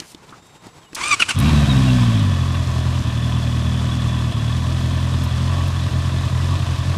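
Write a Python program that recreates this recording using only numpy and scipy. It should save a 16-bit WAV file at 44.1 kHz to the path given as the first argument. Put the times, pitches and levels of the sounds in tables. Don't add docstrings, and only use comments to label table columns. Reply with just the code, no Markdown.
import sys
import numpy as np
from scipy import signal
from scipy.fft import rfft, irfft, next_fast_len
from scipy.io import wavfile

SR = 44100
rng = np.random.default_rng(int(sys.argv[2]) if len(sys.argv) > 2 else 0)


def wav_out(sig):
    wavfile.write(sys.argv[1], SR, np.round(np.clip(np.atleast_2d(sig).T, -1, 1) * 32767).astype(np.int16))


def elevation(decibels):
    levels = np.asarray(decibels, float)
    return 10 ** (levels / 20)


N = 307377
TIME = np.arange(N) / SR


def rms_one(x):
    return x / np.sqrt(np.mean(x ** 2) + 1e-20)


def in_time(rows, fade=0.0066):
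    s, *columns = np.transpose(rows)
    gate = np.clip(np.minimum(TIME - s[0], s[-1] - TIME) / fade, 0, 1)
    return [np.interp(TIME, s, column) for column in columns] + [gate]


def drift(rate_hz):
    r = np.exp(-2 * np.pi * rate_hz / SR)
    wander = signal.lfilter([1], [1, -2 * r, r * r], rng.standard_normal(N + SR))
    return rms_one(wander[SR:])


def bump(centre_s, width_s):
    return np.exp(-.5 * ((TIME - centre_s) / width_s) ** 2)


def resonance(x, hz, width_hz):
    r = np.exp(-np.pi * max(width_hz, 5) / SR)
    zeros = np.array([1, 0, -1]) * (1 - r * r) / 2
    poles = [1, -2 * r * np.cos(2 * np.pi * hz / SR), r * r]
    return signal.lfilter(zeros, poles, x)


def body(x, modes):
    return sum((-1) ** k * elevation(db) * resonance(x, hz, width) for k, (hz, width, db) in enumerate(modes))


def coloured(x, spectrum):
    hz, db = np.transpose(spectrum)
    size = next_fast_len(N)
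    bins = np.maximum(np.arange(size // 2 + 1) * SR / size, 1)
    gain = elevation(np.interp(np.log(bins), np.log(hz), db))
    return rms_one(irfft(rfft(x, size) * gain, size)[:N])


def butter(x, hz, kind, order=2):
    return signal.sosfilt(signal.butter(order, hz, kind, fs=SR, output="sos"), x)


# time in seconds, level in dB.
FACING = [(1.4, -1), (1.55, -5.5), (1.95, 3), (2.3, 4.5), (2.75, -3), (3.2, 6), (3.9, 6), (4.3, 6),
          (4.7, 0), (5.1, 1), (5.6, -2.5), (6.1, -7), (6.6, -6), (6.97, -14)]


def engine():
    per_s, facing_db = speed(), in_time(FACING)[0]
    turns = crank(per_s)
    octaves = np.log2(per_s / 42)
    running = np.clip((TIME - 1.344) / 0.021, 0, 1)
    bark_db = -2.5 + 13 * octaves + facing_db
    pipe = elevation(-19 + 5.5 * octaves) * exhaust(turns, bark_db)
    noise = elevation(-31 + 8 * octaves) * valve_train(turns, per_s, facing_db)
    return running * (pipe + noise)


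# time in seconds, firings per second.
GOVERNED_SPEED = [(1.36, 44.19), (1.42, 69.24), (1.48, 79.69), (1.86, 65.04), (2.09, 57.03), (2.35, 43.66),
                  (3.33, 41.26), (3.44, 39.79), (3.67, 40.79), (4.2, 39.8), (4.43, 39.72), (4.51, 41.83),
                  (5.31, 42.43), (5.51, 44.72), (5.62, 44.05), (6.75, 46.33), (6.97, 48.87)]
# time in seconds, loss in dB.
MISFIRES = [(1.486, -6), (1.499, -13), (1.655, -3.5), (1.669, -16), (2.647, -5), (3.027, -19), (3.102, -4),
            (4.328, -29), (5.295, -7), (5.712, -7), (5.893, -14), (6.035, -2), (6.102, -7), (6.215, -6),
            (6.292, -17), (6.585, -11), (6.652, -26), (6.765, -16), (6.842, -8), (6.935, -3), (6.958, -8)]


def speed():
    sag_per_s, sag_s = 2.632, .06
    sag = 0
    for s, loss_db in MISFIRES:
        after = np.maximum(TIME - s, 0) / sag_s
        sag = sag + (1 - elevation(loss_db)) * after * np.exp(1 - after)
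    return in_time(GOVERNED_SPEED)[0] - sag_per_s * sag


def crank(per_s):
    catch_s = 1.335
    return np.cumsum(per_s * (TIME > catch_s)) / SR - 2.13


# strength in dB, lateness in firings, extra drive of the higher silencer mode in dB.
CYLINDERS = [(2.5, 0.022, -1.5), (1.5, 0.017, 1), (3, -0.02, 1), (3.5, 0.0013, 0.5)]
# pitch in Hz, width in Hz, level in dB.
SILENCER = [(88.3, 32.9, 3.5), (121.1, 35.8, 3)]
# pitch in Hz, width in Hz, level in dB.
HEADERS = [(185.4, 47.6, -11.5), (255.7, 26.8, -10.5), (306, 62, -37.5)]


def exhaust(turns, bark_db):
    count = np.arange(-2, int(turns[-1]) + 1)
    strength_db, late, upper_db = np.array(CYLINDERS)[count % 4].T
    chance = rng.standard_normal((len(count), 3))
    strength_db = strength_db + .55 * chance[:, 0]
    for s, loss_db in MISFIRES:
        strength_db[count == np.floor(turns[round(s * SR)])] += loss_db
    at = np.searchsorted(turns, count + late + .006 * chance[:, 1])

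    puffs = np.zeros((2, N + 1)) + 1e-18
    puffs[:, at] = elevation([strength_db, strength_db + upper_db + .9 * chance[:, 2]])
    puffs = puffs[:, :N]
    turbulence = butter(rng.standard_normal(N), 230, "low") * butter(puffs, 30, "low")
    flow = rms_one(butter(puffs, 399, "low", order=4)) + .13 * rms_one(turbulence)

    silencer = body(flow[0], SILENCER[:1]) - body(flow[1], SILENCER[1:])
    return_s = 0.01144
    headers = np.roll(body(flow[0], HEADERS), round(return_s * SR))
    return -rms_one(butter(silencer + elevation(bark_db) * headers, 32, "high", order=4))


# pitch in Hz, width in Hz, level at idle in dB, gain at high revs in dB.
CASING = [(580, 20.5, -0.5, 0), (639, 63, 2, -26), (695, 43, -3, 7.5), (770, 34, -23, 22),
          (900, 16, -15, 7), (1012, 33, 5.5, -4), (1110, 72, 6, -2), (1200, 37, -3.5, 0),
          (1563, 91, -9.5, 7), (1762, 71, -1.5, -1.5), (1937, 81, -7.5, 0), (2250, 81, -14.5, 7),
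          (2464, 79, -9.5, 9.5), (2577, 86, -6, 1), (2715, 103, -4.5, 3), (2964, 63, -3, -1),
          (3170, 215, -4.5, 3.5), (3377, 96, -0.5, -3), (3460, 54, -1.5, -7), (3566, 57, -9.5, 2),
          (3800, 105, -5.5, 6), (4205, 120, -12, -7)]
# frequency in Hz, level in dB per Hz.
CLATTER = [(180, -3.5), (300, 1), (400, -10), (490, -15), (800, -13.5), (1400, -13), (2120, -17.5),
           (3100, -23.5), (4000, -13), (5000, -13), (8400, -22), (12000, -33), (15800, -46)]


def valve_train(turns, per_s, facing_db):
    throb_db = 1.76 * np.cos(2 * np.pi * (turns - .13))
    throb_db += 0.11 * np.cos(np.pi / 2 * turns + .8) + 0.96 * drift(54)
    ticks_per_s = 1200 * elevation(4.0 * np.cos(2 * np.pi * (turns - .1)))
    ticks = (rng.random(N) < ticks_per_s / SR) * elevation(3.1 * np.minimum(rng.exponential(1, N), 4))
    ticks = ticks * rng.choice([-1, 1], N)
    shake = rng.standard_normal(N) + 0.66 * rms_one(ticks)

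    revs = np.clip((per_s - 45) / 22, 0, 1)
    flicker = [drift(17.5) for k in range(4)]
    panels = np.zeros(N)
    for k, (hz, width, db, gain_db) in enumerate(CASING):
        level_db = db + gain_db * revs + 2.0 * np.roll(flicker[k % 4], 9000 * k)
        panels += elevation(level_db) * resonance(shake * elevation(throb_db), hz, width)
    panels += (elevation(0.52 * facing_db) - 1) * butter(panels, (3280, 3520), "band", order=1)
    clatter = coloured(shake * elevation(0.39 * drift(28)), CLATTER)
    return rms_one(clatter + 0.79 * rms_one(butter(panels, 6340, "low")))


# multiple of the tooth rate, level in dB, share of a bite.
GEAR = [(1, -3, 1.0), (2, 0, 1.0), (3, -9, .7), (4, -9, .7), (5, -10, .5), (6, -9, .4), (7, -10, .4)]
# frequency in Hz, level in dB per Hz.
GRIND = [(180, -10), (300, -3), (477, -13), (958, -6), (1190, 1), (1890, -8), (2470, 0.5), (3160, -6.5),
         (8700, -10.5), (15800, -44)]
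# time in seconds, boost in dB, width in seconds.
BITES = [(1.016, 5, .004), (1.04, 7, .004), (1.061, 5, .005), (1.077, 4, .004), (1.094, 4, .004),
         (1.113, 6, .005), (1.131, 6, .011), (1.205, 8, .005), (1.225, 10, .004), (1.294, 6, .005),
         (1.311, 7, .005)]
# time in seconds, peak in dB.
CHUFFS = [
    (1.11, -40),
    (1.2, -43),
    (1.285, -42),
]


def starter():
    grit = coloured(rng.standard_normal(N), GRIND)
    cranking = in_time([SPIN_UP[0], (1.36, 0, 0)], fade=0.0035)[-1]
    out = elevation(-34.5) * grit * cranking
    bite_db = 1.9 * sum(boost_db * bump(s, max(width, .0035)) for s, boost_db, width in BITES)
    waver = 1 + .02 * drift(140)
    sway_db = [(1 + .7 * k) * drift(70) for k, db, share in GEAR]

    for push, loaded_db in pushes():
        hz, whine_db, gate = in_time(push)
        grind_db = -29 + 0.66 * (whine_db + 23) + loaded_db
        phase = 2 * np.pi * np.cumsum(hz * waver) / SR
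        whine = np.zeros(N)
        for (k, db, share), sway in zip(GEAR, sway_db):
            whine += elevation(db + sway + share * bite_db) * np.sin(k * phase + k * k)
        grind = grit * (1 + .5 * np.cos(phase))
        out += gate * (elevation(whine_db - 1) * whine + elevation(grind_db + 0.2 * bite_db) * grind)

    out += elevation(-6.5) * resonance(out, 2800, 320)
    breath = sum(elevation(db) * bump(s + .02, 0.029) for s, db in CHUFFS)
    return out + breath * rms_one(body(rng.standard_normal(N), SILENCER + HEADERS))


# time in seconds, tooth rate in Hz, effort in dB.
SPIN_UP = [
    (.96, 946, -59),
    (1.015, 1040, -32.5),
    (1.05, 1196, -30.5),
    (1.105, 1240, -30),
    (1.13, 1160, -22),
    (1.147, 1110, -23.5),
    (1.158, 1070, -51),
]
# start in seconds, length in seconds, tooth rate in and out in Hz, effort in dB.
PUSHES = [
    (1.192, .053, 1493, 1050, -30),
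    (1.281, .049, 1500, 1150, -31),
]


def pushes():
    yield SPIN_UP, 0
    rise_s, fall_s, edge_db = 0.0061, 0.018, -24
    for s, length, in_hz, out_hz, db in PUSHES:
        at = np.linspace(0, length, 12)
        edge = np.maximum(1 - at / rise_s, 1 - (length - at) / fall_s)
        effort_db = db + edge_db * np.maximum(edge, 0)
        hz = in_hz + (out_hz - in_hz) * (at / length) ** 2.5
        yield np.c_[s + at, hz, effort_db], 7.5


# time in seconds, pitch in Hz, level in dB.
PUMP = [
    (.33, 3300, -80),
    (.37, 3600, -64),
    (.45, 3720, -61),
    (.7, 3720, -61),
    (.94, 3720, -61),
    (1.0, 3720, -80),
]
# multiple of the pitch, level early in dB, level late in dB.
PUMP_ORDERS = [(1, 2, -3), (2, 0, -10), (2.1, -10, 0), (3, -16, -8), (3.97, -19, -18), (.283, -3, -2)]


def pump():
    hz, level_db, gate = in_time(PUMP)
    phase = 2 * np.pi * np.cumsum(hz * (1 + 0.0075 * drift(250))) / SR
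    built = np.clip((TIME - .55) / 0.17, 0, 1)
    tones = np.zeros(N)
    for k, early_db, late_db in PUMP_ORDERS:
        tone_db = early_db + built * (late_db - early_db) + 1.9 * drift(60)
        tones += elevation(tone_db) * np.sin(k * phase)
    return gate * elevation(level_db) * tones


# time in seconds, peak in dB, pitch in Hz,
# knock in dB, 30 dB decay in seconds.
CLICKS = [(.001, -14.5, 3320, -28.5, .012), (.02, -37, 1470, -30, 0.092), (.1205, -40, 7450, -50, .004),
          (.1471, -24.5, 3030, -27.5, 0.0074), (.181, -51, 8000, -53, .006), (.306, -41, 5000, -54, .009),
          (.6682, -33, 4530, -30, 0.0056), (.925, -40, 4500, -46, .006), (.931, -24.5, 2190, -28, .007),
          (.948, -16.5, 6500, -43, 0.022), (.953, -14.5, 4740, -38, 0.014), (.965, -25, 900, -38, 0.54),
          (1.388, -15.5, 8900, -60, 0.0086), (1.401, -15.5, 10600, -50, 0.0064),
          (5.237, -31, 11000, -70, .036), (5.679, -30, 11500, -64, .008)]
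# time in seconds, peak in dB, pitch in Hz, knock in
# dB, 30 dB decay in seconds.
PINGS = [
    (.293, -35, 3600, -56, .013),
    (.324, -30, 1200, -35, .07),
    (.552, -40, 2600, -60, 0.014),
    (1.222, 0, 2480, -60, 0.023),
    (1.308, -14, 2500, -60, 0.038),
]


def clicks():
    out, t = np.zeros(N + 4096), np.arange(4096) / SR
    for table, share in (CLICKS, 1.34), (PINGS, 0.32):
        noises = rng.standard_normal((len(table), 4096))
        for (s, peak_db, hz, knock_db, t30), noise in zip(table, noises):
            width = min(share * hz, 6500)
            ring = rms_one(resonance(resonance(noise, hz, width), hz, width))
            burst = ring * elevation(-60 * t / max(t30, .002) / 2)
            knock = np.sin(2 * np.pi * 310 * t) * elevation(-60 * t / 0.024)
            at = round(s * SR)
            out[at:at + 4096] += elevation(peak_db - 7) * burst + elevation(knock_db) * knock
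    return out[:N]


# start in seconds, length in seconds, pitch in and out in Hz, level in dB.
BIRDS = [
    (0.812, 0.082, 3420, 2900, -54),
    (1.453, 0.062, 2750, 2700, -31.5),
    (1.684, 0.053, 3950, 3700, -25),
    (1.865, 0.047, 2840, 2700, -32),
]


def birds():
    out = np.zeros(N)
    for s, length, in_hz, out_hz, db in BIRDS:
        slide = [(s, in_hz), (s + 0.72 * length, out_hz), (s + length, out_hz)]
        hz, gate = in_time(slide, fade=0.013)
        level = elevation(db + 0.5 + 2.1 * drift(60))
        out += gate * level * np.sin(2 * np.pi * np.cumsum(hz) / SR)
    return out


# time of the top in seconds, swell in seconds, level in dB.
RUSTLE = [
    (.12, 0.22, -45.5),
    (.27, .03, -58),
    (.47, .06, -56),
    (.56, .06, -56),
]


def rustle():
    level = 0
    for s, swell, db in RUSTLE:
        swell_db = 17 * (TIME - s) / swell
        release_db = 600 * (s - TIME)
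        level = level + elevation(db + np.minimum(swell_db, release_db))
    grains = rng.standard_normal(N) * elevation(1.4 * drift(150))
    return level * rms_one(butter(grains, [2500, 10000], "band"))


# frequency in Hz, level in dB per Hz.
AIR = [(18, -41), (30, -4), (161, 2.5), (226, -4), (424, -4), (596, -8), (883, -3.5), (1660, -12.5),
       (1790, -12.5), (7580, -20.5), (15800, -41)]


def country_air():
    return elevation(-47 + 3.1 * drift(13)) * butter(coloured(rng.standard_normal(N), AIR), 46, "high")


def scene():
    bike = engine() + starter() + pump() + clicks()
    return (bike + birds() + rustle() + country_air())[None]


def band_limit(x):
    return signal.sosfilt(signal.butter(12, 16460, fs=SR, output="sos"), x)


def record(dry):
    rounded = dry / (1 + (np.abs(dry) / .9) ** 6) ** (1 / 6)
    mix = signal.sosfilt(signal.cheby2(18, 60, 15900, fs=SR, output="sos"), rounded)
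    return band_limit(mix)


dry = scene()
out = record(dry)
wav_out(out)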